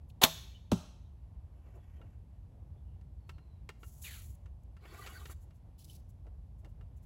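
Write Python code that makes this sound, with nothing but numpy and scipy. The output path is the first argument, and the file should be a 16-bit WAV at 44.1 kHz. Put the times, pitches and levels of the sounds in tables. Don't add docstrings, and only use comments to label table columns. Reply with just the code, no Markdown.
import sys
import numpy as np
from scipy import signal
from scipy.fft import rfft, irfft, next_fast_len
from scipy.io import wavfile
from scipy.ndimage import uniform_filter1d

SR = 44100
rng = np.random.default_rng(int(sys.argv[2]) if len(sys.argv) > 2 else 0)


def inscribe(sig):
    pcm = np.round(np.clip(np.atleast_2d(sig).T, -1, 1) * 32767)
    wavfile.write(sys.argv[1], SR, pcm.astype(np.int16))


N = 310949
TIME_S = np.arange(N) / SR
LOOSE_S, TAUT_S, IMPACT_S, QUIVER_S = .2138, .2378, .7153, 3.294

# frequency in Hz, relative level in dB.
AIR_SPECTRUM = [(15, -55.5), (25, -24), (35, -9.5), (52, 1), (75, 0), (134, -12), (256, -27), (420, -35),
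                (720, -35.5), (1040, -41.5), (1300, -50), (2900, -55.5), (6700, -63), (11400, -59.5),
                (16000, -74)]
CREAK_SPECTRUM = [(1500, -35), (2700, -2), (3200, 0), (4500, -7), (7000, -20), (16000, -30)]
THRUST_SPECTRUM = [(88, -40), (250, -12), (620, -3), (1050, -3.5), (1480, -17), (2200, -11.5), (2550, -15),
                   (3500, -10.5), (5400, -22), (7400, -18), (12000, -20), (16000, -21)]
SLAP_SPECTRUM = [(88, -29), (160, -8.5), (260, -2.5), (430, -14), (650, -5.5), (1100, -9), (2100, -2.5),
                 (2550, -7.5), (3450, 0.5), (4300, -3), (4700, -10), (6900, -8), (9500, -15), (12300, -5.5),
                 (15500, -12.5)]
TEAR_SPECTRUM = [(350, -10.5), (600, 3), (1000, -4.5), (1850, -20.5), (3600, -15), (4800, -24), (6200, -21),
                 (8500, -25.5), (12000, -28), (16000, -36)]
SLEEVE_SPECTRUM = [(590, -57), (1000, -4.5), (1680, -6.5), (2890, -7.5), (3630, -27), (7210, -18),
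                   (9160, -30), (12000, -15.5), (15600, -46), (22000, -120)]
TAP_SPECTRUM = [(150, -33), (380, 9), (650, -7), (1380, -1.5), (2000, -5), (2750, -5.5), (3600, -13.5),
                (4500, -15), (8000, -21), (16000, -31.5)]
SHUFFLE_SPECTRUM = [(150, -13), (330, 4), (650, 1), (1000, -9), (1500, -20.5), (4000, -40.5)]
BRUSH_SPECTRUM = [(1500, -23), (3000, -10.5), (5000, -8), (7000, 4.5), (8500, -1), (11500, 5.5),
                  (13000, -0.5), (15500, 0.5)]
PULL_SPECTRUM = [(700, -15), (1300, -8.5), (2200, -1), (3000, -1), (4400, -0.5), (5100, -14), (8000, -26),
                 (11000, -37)]
RUB_SPECTRUM = [(200, -4), (400, 1.5), (750, 1.5), (1200, 2.5), (2200, 0), (3200, -4.5), (4500, -7.5),
                (6000, -26), (9000, -24)]
FEATHER_SPECTRUM = [(1500, -45), (2300, -13), (3000, -4), (5000, -2.5), (7500, -6), (11000, 0.5),
                    (13000, -5.5), (15500, -4.5)]

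# frequency in Hz, relative level in dB, T60 in seconds.
BOW_MODES = [(160, -41.5, 0.51), (249, -22, 0.066), (651, -28.5, 0.15), (848, -30, .1), (1122, -32.5, .08),
             (1284, -30, 0.065), (2300, -24, .03), (2665, -27, .05), (3380, -21, 0.043), (3562, -23, .045),
             (4272, -20, 0.044)]
TARGET_MODES = [(112.4, -22.5, 0.17), (172, -20.5, 0.14), (226, -22, 0.11), (271, -24, 0.1),
                (385, -28, 0.113), (726, -36, 0.043), (986, -39, 0.072)]
QUIVER_MODES = [(1120, -60, 0.044), (1341, -50, 0.054), (1565, -52, .04)]
# frequency in Hz, width in Hz, relative level in dB.
SHAFT_MODES = [(436, 140, -9.5), (966, 120, -4.5), (1353, 66, 3), (1813, 50, -1.5), (2194, 86, -6),
               (2805, 24, 0), (3040, 81, -14.5), (3810, 58, -14), (4605, 54, -20)]

# start in seconds, relative level in dB, T60 in seconds,
# treble gain in dB.
SLAPS = [(0.2184, -24, 0.008, 2), (0.233, -21, 0.037, 2), (0.2347, -18, .025, 0), (0.2374, -9, 0.01, -3),
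         (0.2385, -12.5, 0.0085, 6), (0.2398, -8.5, 0.01, -3), (0.2429, -13, 0.0071, 1),
         (.2452, -19, 0.05, -4.5), (0.2486, -22, 0.0091, 9.5)]
# start in seconds, relative level in dB, treble gain in dB.
ARROW_TAPS = [(1.667, -63, 0), (2.014, -49.5, -12), (3.012, -67, 9), (3.293, -42.5, 7), (3.382, -52, -4),
              (3.691, -36, 3.5), (3.831, -44.5, 1.5), (4.459, -54.5, 2), (4.767, -52.5, 0),
              (4.854, -43, -6), (5.063, -42, 9.5), (5.073, -42.5, 9), (5.255, -43, 9.5),
              (5.297, -43.5, -11), (5.507, -59.5, 1), (6.267, -58, 1.5), (6.647, -53, 6.5),
              (6.81, -52.5, -6)]

# start and length in seconds, relative level in dB, attack and release in seconds,
# sag in dB per second.
SLEEVE_SWING = [(1.42, .82, -79.5, 0.27, .18, 1)]
BIRD_WHISTLE = [(3.17, .49, -83, 0.088, .12, 8)]
HAND_STROKES = [(3.78, 0.27, -63, 0.11, 0.021, 0.5), (4.013, 0.36, -47.5, 0.013, 0.086, 59),
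                (4.8, 0.548, -59.5, 0.23, 0.023, 8)]
QUICK_PULL = [(4.033, 0.25, -50, 0.018, .07, 75)]
BOW_RUBS = [(4.775, 0.486, -54.5, 0.19, .05, 8), (5.262, 0.079, -58.5, 0.026, .02, 0)]
FEATHER_STROKE = [(5.777, 0.24, -64, .012, 0.047, -1)]

# centre in seconds, relative level in dB, half length in seconds.
RUSTLE_FLICKS = [(0.099, -71, 0.008), (1.76, -77, .009), (3.297, -76, .016), (3.89, -65, 0.0092),
                 (4.352, -65, .0031), (4.635, -74, .0025), (5.314, -56, .011), (5.428, -71, 0.013),
                 (5.559, -77, .012), (5.79, -65, 0.0049), (6.1, -69, 0.0068), (6.597, -79.5, .011),
                 (6.697, -79, .008), (6.974, -73.5, .0086), (7.035, -72.5, 0.0083)]
STRING_CREAK = (.103, -66, .003)
SCUFFS = [(1.68, -66.5, 0.014), (1.769, -62.5, 0.02), (2.02, -63, 0.026), (2.585, -69.5, 0.057),
          (2.763, -66, 0.0089), (5.457, -70, 0.027), (5.675, -68, 0.022), (6.271, -62, 0.013),
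          (6.657, -61, 0.016), (6.806, -71.5, 0.034)]
# centre in seconds, pitch in Hz, relative level in dB, half length in seconds.
FAINT_TONES = [(.561, 2980, -61.5, 0.011), (1.057, 3755, -83, 0.018), (1.828, 3350, -83, .025),
               (1.98, 3090, -79.5, 0.025), (2.79, 3480, -86, .027), (2.91, 2920, -85.5, .04)]
FINGER_SQUEAKS = [(4.995, 1170, -48.5, 0.008), (5.022, 1940, -54, 0.0087), (5.092, 1160, -58, .0073),
                  (5.116, 2900, -59.5, 0.009), (5.163, 1520, -50, 0.0098), (5.9, 3050, -53.5, 0.0017)]

# frequency in Hz, gain in dB.
ECHO_SPECTRUM = [(100, -22), (250, -23.5), (700, -24), (1500, -21), (3000, -19), (6000, -14.5),
                 (11000, -19), (16000, -19.5)]
# frequency in Hz, T60 in seconds.
ECHO_T60_S = [(100, .55), (700, .55), (2000, .7), (4000, .68), (7000, .56), (12000, .48), (16000, .42)]
# centre in Hz, width in Hz.
NOTCHES_HZ = [(9150, 1000), (13580, 900)]


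def from_db(db):
    return 10 ** (np.asarray(db) / 20)


def unit_rms(x):
    return x / np.sqrt(np.mean(x ** 2) + 1e-20)


def at_hz(table, hz):
    table = np.array(table)
    return np.interp(np.log(np.maximum(hz, 1)), np.log(table[:, 0]), table[:, 1])


def colour(x, spectrum):
    half_size = next_fast_len(N // 2 + 1)
    gain = from_db(at_hz(spectrum, np.linspace(0, SR / 2, half_size + 1)))
    return unit_rms(irfft(rfft(x, 2 * half_size) * gain)[:N])


def noise(spectrum):
    return colour(rng.standard_normal(N), spectrum)


def steady(x, span_s):
    power = uniform_filter1d(x * x, int(span_s * SR))
    return x / np.sqrt(np.maximum(power, 1e-12))


def split(x, edge_hz):
    low = signal.sosfiltfilt(signal.butter(2, edge_hz, fs=SR, output="sos"), x)
    return low, x - low


def butter(x, order, edges_hz, kind):
    return signal.sosfilt(signal.butter(order, edges_hz, kind, fs=SR, output="sos"), x)


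def drift(rate_hz):
    return np.interp(TIME_S * rate_hz, np.arange(N // 10), rng.standard_normal(N // 10))


def friction(grain_db):
    return unit_rms(rng.standard_normal(N) * from_db(grain_db * (drift(600) + drift(90)) / 2))


def gesture_gain(gestures):
    gain = 0
    for start_s, length_s, db, attack_s, release_s, sag_db_per_s in gestures:
        age_s = TIME_S - start_s
        gate = np.clip(age_s / attack_s, 0, 1) * np.clip((length_s - age_s) / release_s, 0, 1)
        gain += gate * from_db(db - sag_db_per_s * np.clip(age_s - attack_s, 0, length_s))
    return gain


def decay(start_s, t60_s):
    age_s = TIME_S - start_s
    return (age_s >= 0) * from_db(-60 * np.clip(age_s / t60_s, 0, 4))


def swell(centre_s, db, half_s):
    return from_db(db) * np.exp(-np.minimum(((TIME_S - centre_s) / half_s) ** 2 / 2, 50))


def struck(start_s, modes):
    return sum(from_db(db) * decay(start_s, t60_s) * np.sin(2 * np.pi * hz * (TIME_S - start_s))
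               for hz, db, t60_s in modes)


def running_phase(start_s, hz):
    return 2 * np.pi * np.cumsum(hz * (TIME_S >= start_s)) / SR


def sinking_phase(start_s, from_hz, to_hz, sink_s):
    age_s = np.maximum(TIME_S - start_s, 0)
    return running_phase(start_s, to_hz + (from_hz - to_hz) * np.exp(-age_s / sink_s))


def blurred(phase, rate_hz):
    return drift(rate_hz) * np.sin(phase) + drift(rate_hz) * np.cos(phase)


def tone_swell(centre_s, hz, db, half_s):
    return swell(centre_s, db, half_s) * blurred(2 * np.pi * hz * TIME_S, rate_hz=350)


def outdoor_air(level_db=-49.5, waver_db=1.5):
    rest, wavering = noise(AIR_SPECTRUM), 0
    for edge_hz in (200, 400, 800, 1600, 3200):
        band, rest = split(rest, edge_hz)
        wavering += band * from_db(waver_db * drift(rate_hz=9))
    return from_db(level_db) * (wavering + rest)


def rustles():
    flicks = sum(swell(*row) for row in RUSTLE_FLICKS) * colour(friction(grain_db=1.5), BRUSH_SPECTRUM)
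    sleeve = gesture_gain(SLEEVE_SWING) * colour(friction(grain_db=5), SLEEVE_SPECTRUM)
    feathers = gesture_gain(FEATHER_STROKE) * colour(friction(grain_db=7), FEATHER_SPECTRUM)
    return flicks + sleeve + feathers


def string_creak():
    return swell(*STRING_CREAK) * noise(CREAK_SPECTRUM)


def string_thrust(level_db=-27.5, attack_s=.005, hold_s=.031, t60_s=.125):
    age_s = TIME_S - LOOSE_S
    envelope = np.clip(age_s / attack_s, 0, 1) * from_db(-60 * np.clip((age_s - hold_s) / t60_s, 0, 2))
    return from_db(level_db) * envelope * steady(noise(THRUST_SPECTRUM), span_s=.008)


def string_crack(slap_db=-1, ring_db=-.5):
    low_power = high_power = 0
    for start_s, db, t60_s, treble_db in SLAPS:
        envelope = from_db(db) * decay(start_s, t60_s)
        low_power += envelope ** 2
        high_power += (envelope * from_db(treble_db)) ** 2
    low, high = split(steady(noise(SLAP_SPECTRUM), span_s=.002), edge_hz=4900)
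    slaps = np.sqrt(low_power) * low + np.sqrt(high_power) * high
    return from_db(slap_db) * slaps + from_db(ring_db) * struck(TAUT_S, BOW_MODES)


def forest_echoes(x, build_s=.0056):
    edges_hz = np.geomspace(70, 17000, 13)
    age_s = TIME_S[:SR]
    white = rng.standard_normal((2, SR))
    response = 0
    for k, (low_hz, high_hz) in enumerate(zip(edges_hz, edges_hz[1:])):
        hz = np.sqrt(low_hz * high_hz)
        fade = (1 - np.exp(-age_s / build_s)) * from_db(-60 * age_s / at_hz(ECHO_T60_S, hz))
        band = butter(white[k % 2], 2, [low_hz, high_hz], "band")
        response += from_db(at_hz(ECHO_SPECTRUM, hz)) * band * fade / np.linalg.norm(fade)
    return signal.fftconvolve(x, response)[:N]


def faint_blip():
    return tone_swell(*FAINT_TONES[0])


def target_tear(level_db=-25, entry_s=.0044):
    envelope = np.clip((TIME_S - IMPACT_S) / entry_s, 0, 1) * decay(IMPACT_S, t60_s=.061)
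    return from_db(level_db) * envelope * steady(noise(TEAR_SPECTRUM), span_s=.0032)


def target_thud(punch_db=-18, peak_s=.011, sharpness=2.9, stand_db=-4.5, give_s=.0085):
    progress = np.clip((TIME_S - IMPACT_S) / peak_s, 0, 20)
    envelope = (progress * np.exp(1 - progress)) ** sharpness
    punch = envelope * np.sin(sinking_phase(IMPACT_S, from_hz=1445, to_hz=192, sink_s=.003197))
    return from_db(punch_db) * punch + from_db(stand_db) * struck(IMPACT_S + give_s, TARGET_MODES)


def far_bird(whistle_hz=4500, fall_hz_per_s=1450, flutter_db=3):
    chirps = sum(tone_swell(*row) for row in FAINT_TONES[1:])
    start_s = BIRD_WHISTLE[0][0]
    phase = running_phase(start_s, whistle_hz - fall_hz_per_s * (TIME_S - start_s))
    whistle = gesture_gain(BIRD_WHISTLE) * blurred(phase, rate_hz=260)
    return chirps + whistle * from_db(flutter_db * drift(rate_hz=25))


def shaft_ring(force):
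    ring = 0
    for k, (hz, width_hz, db) in enumerate(SHAFT_MODES):
        radius = np.exp(-np.pi * width_hz / SR)
        feedback = [1, -2 * radius * np.cos(2 * np.pi * hz / SR), radius ** 2]
        gain = (-1) ** k * from_db(db) * (1 - radius ** 2) / 2
        ring += gain * signal.lfilter([1, 0, -1], feedback, force + 1e-18)
    return ring


def arrow_taps(click_db=-9, ring_db=7.5, t60_s=.054):
    force = sum(from_db(db) * decay(start_s, t60_s) for start_s, db, _ in ARROW_TAPS)
    bright = sum(from_db(db + treble_db) * decay(start_s, t60_s) for start_s, db, treble_db in ARROW_TAPS)
    low, high = split(steady(noise(TAP_SPECTRUM), span_s=.0021), edge_hz=2160)
    ring = shaft_ring(force * rng.standard_normal(N))
    return from_db(click_db) * (force * low + bright * high) + from_db(ring_db) * ring


def shuffles():
    return sum(swell(*row) for row in SCUFFS) * colour(friction(grain_db=-.5), SHUFFLE_SPECTRUM)


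def quiver_ring():
    return struck(QUIVER_S, QUIVER_MODES)


def brushing(strokes):
    return gesture_gain(strokes) * colour(friction(grain_db=3.5), BRUSH_SPECTRUM)


def quick_pull(tone_db=-.5, scrape_db=-2.5):
    effort = gesture_gain(QUICK_PULL)
    phase = sinking_phase(QUICK_PULL[0][0], from_hz=3150, to_hz=1100, sink_s=.075)
    tone = effort / effort.max() * steady(blurred(phase, rate_hz=420), span_s=.02)
    scrape = colour(friction(grain_db=2.5), PULL_SPECTRUM)
    return effort * (from_db(tone_db) * tone + from_db(scrape_db) * scrape)


def shaft_slide(rub_db=-1, ring_db=-19, flicker_db=5.5):
    edges_hz = np.linspace(190, 6270, 17)
    sources = [friction(grain_db=2), friction(grain_db=2)]
    grains = 0
    for k, band_hz in enumerate(zip(edges_hz, edges_hz[1:])):
        grains += butter(sources[k % 2], 2, band_hz, "band") * from_db(flicker_db * drift(rate_hz=40))
    rub = from_db(rub_db) * colour(grains, RUB_SPECTRUM)
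    ring = from_db(ring_db) * unit_rms(shaft_ring(grains))
    return gesture_gain(BOW_RUBS) * (rub + ring)


def finger_squeaks(wander_hz=49.66):
    wobble = running_phase(0, wander_hz * drift(rate_hz=400))
    return sum(swell(centre_s, db, half_s) * np.sin(2 * np.pi * hz * TIME_S + wobble)
               for centre_s, hz, db, half_s in FINGER_SQUEAKS)


def ground_comb(x, gain=.76, delay_s=.00264):
    bounce = np.interp(TIME_S - delay_s, TIME_S, x)
    return (x + gain * bounce) / np.sqrt(1 + gain ** 2)


def scene():
    shot = string_crack() + string_thrust()
    tear, thud = target_tear(), target_thud()
    *pulls, push = HAND_STROKES
    drawing_out = arrow_taps() + quiver_ring() + brushing(pulls) + quick_pull()
    nocking = ground_comb(shaft_slide() + brushing([push]) + rustles())
    handling = string_creak() + drawing_out + nocking + finger_squeaks() + shuffles()
    echoes = forest_echoes(shot + from_db(11) * tear + thud + handling)
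    return (shot + tear + thud + handling + echoes + faint_blip() + far_bird() + outdoor_air())[None]


def record(dry):
    bass_cut_hz, top_hz = 38, 15800
    x = butter(dry, 4, bass_cut_hz, "high")
    for hz, width_hz in NOTCHES_HZ:
        x = butter(x, 3, [hz - width_hz / 2, hz + width_hz / 2], "bandstop")
    return signal.sosfilt(signal.ellip(10, .3, 80, top_hz, fs=SR, output="sos"), x)


dry = scene()
out = record(dry)
inscribe(out)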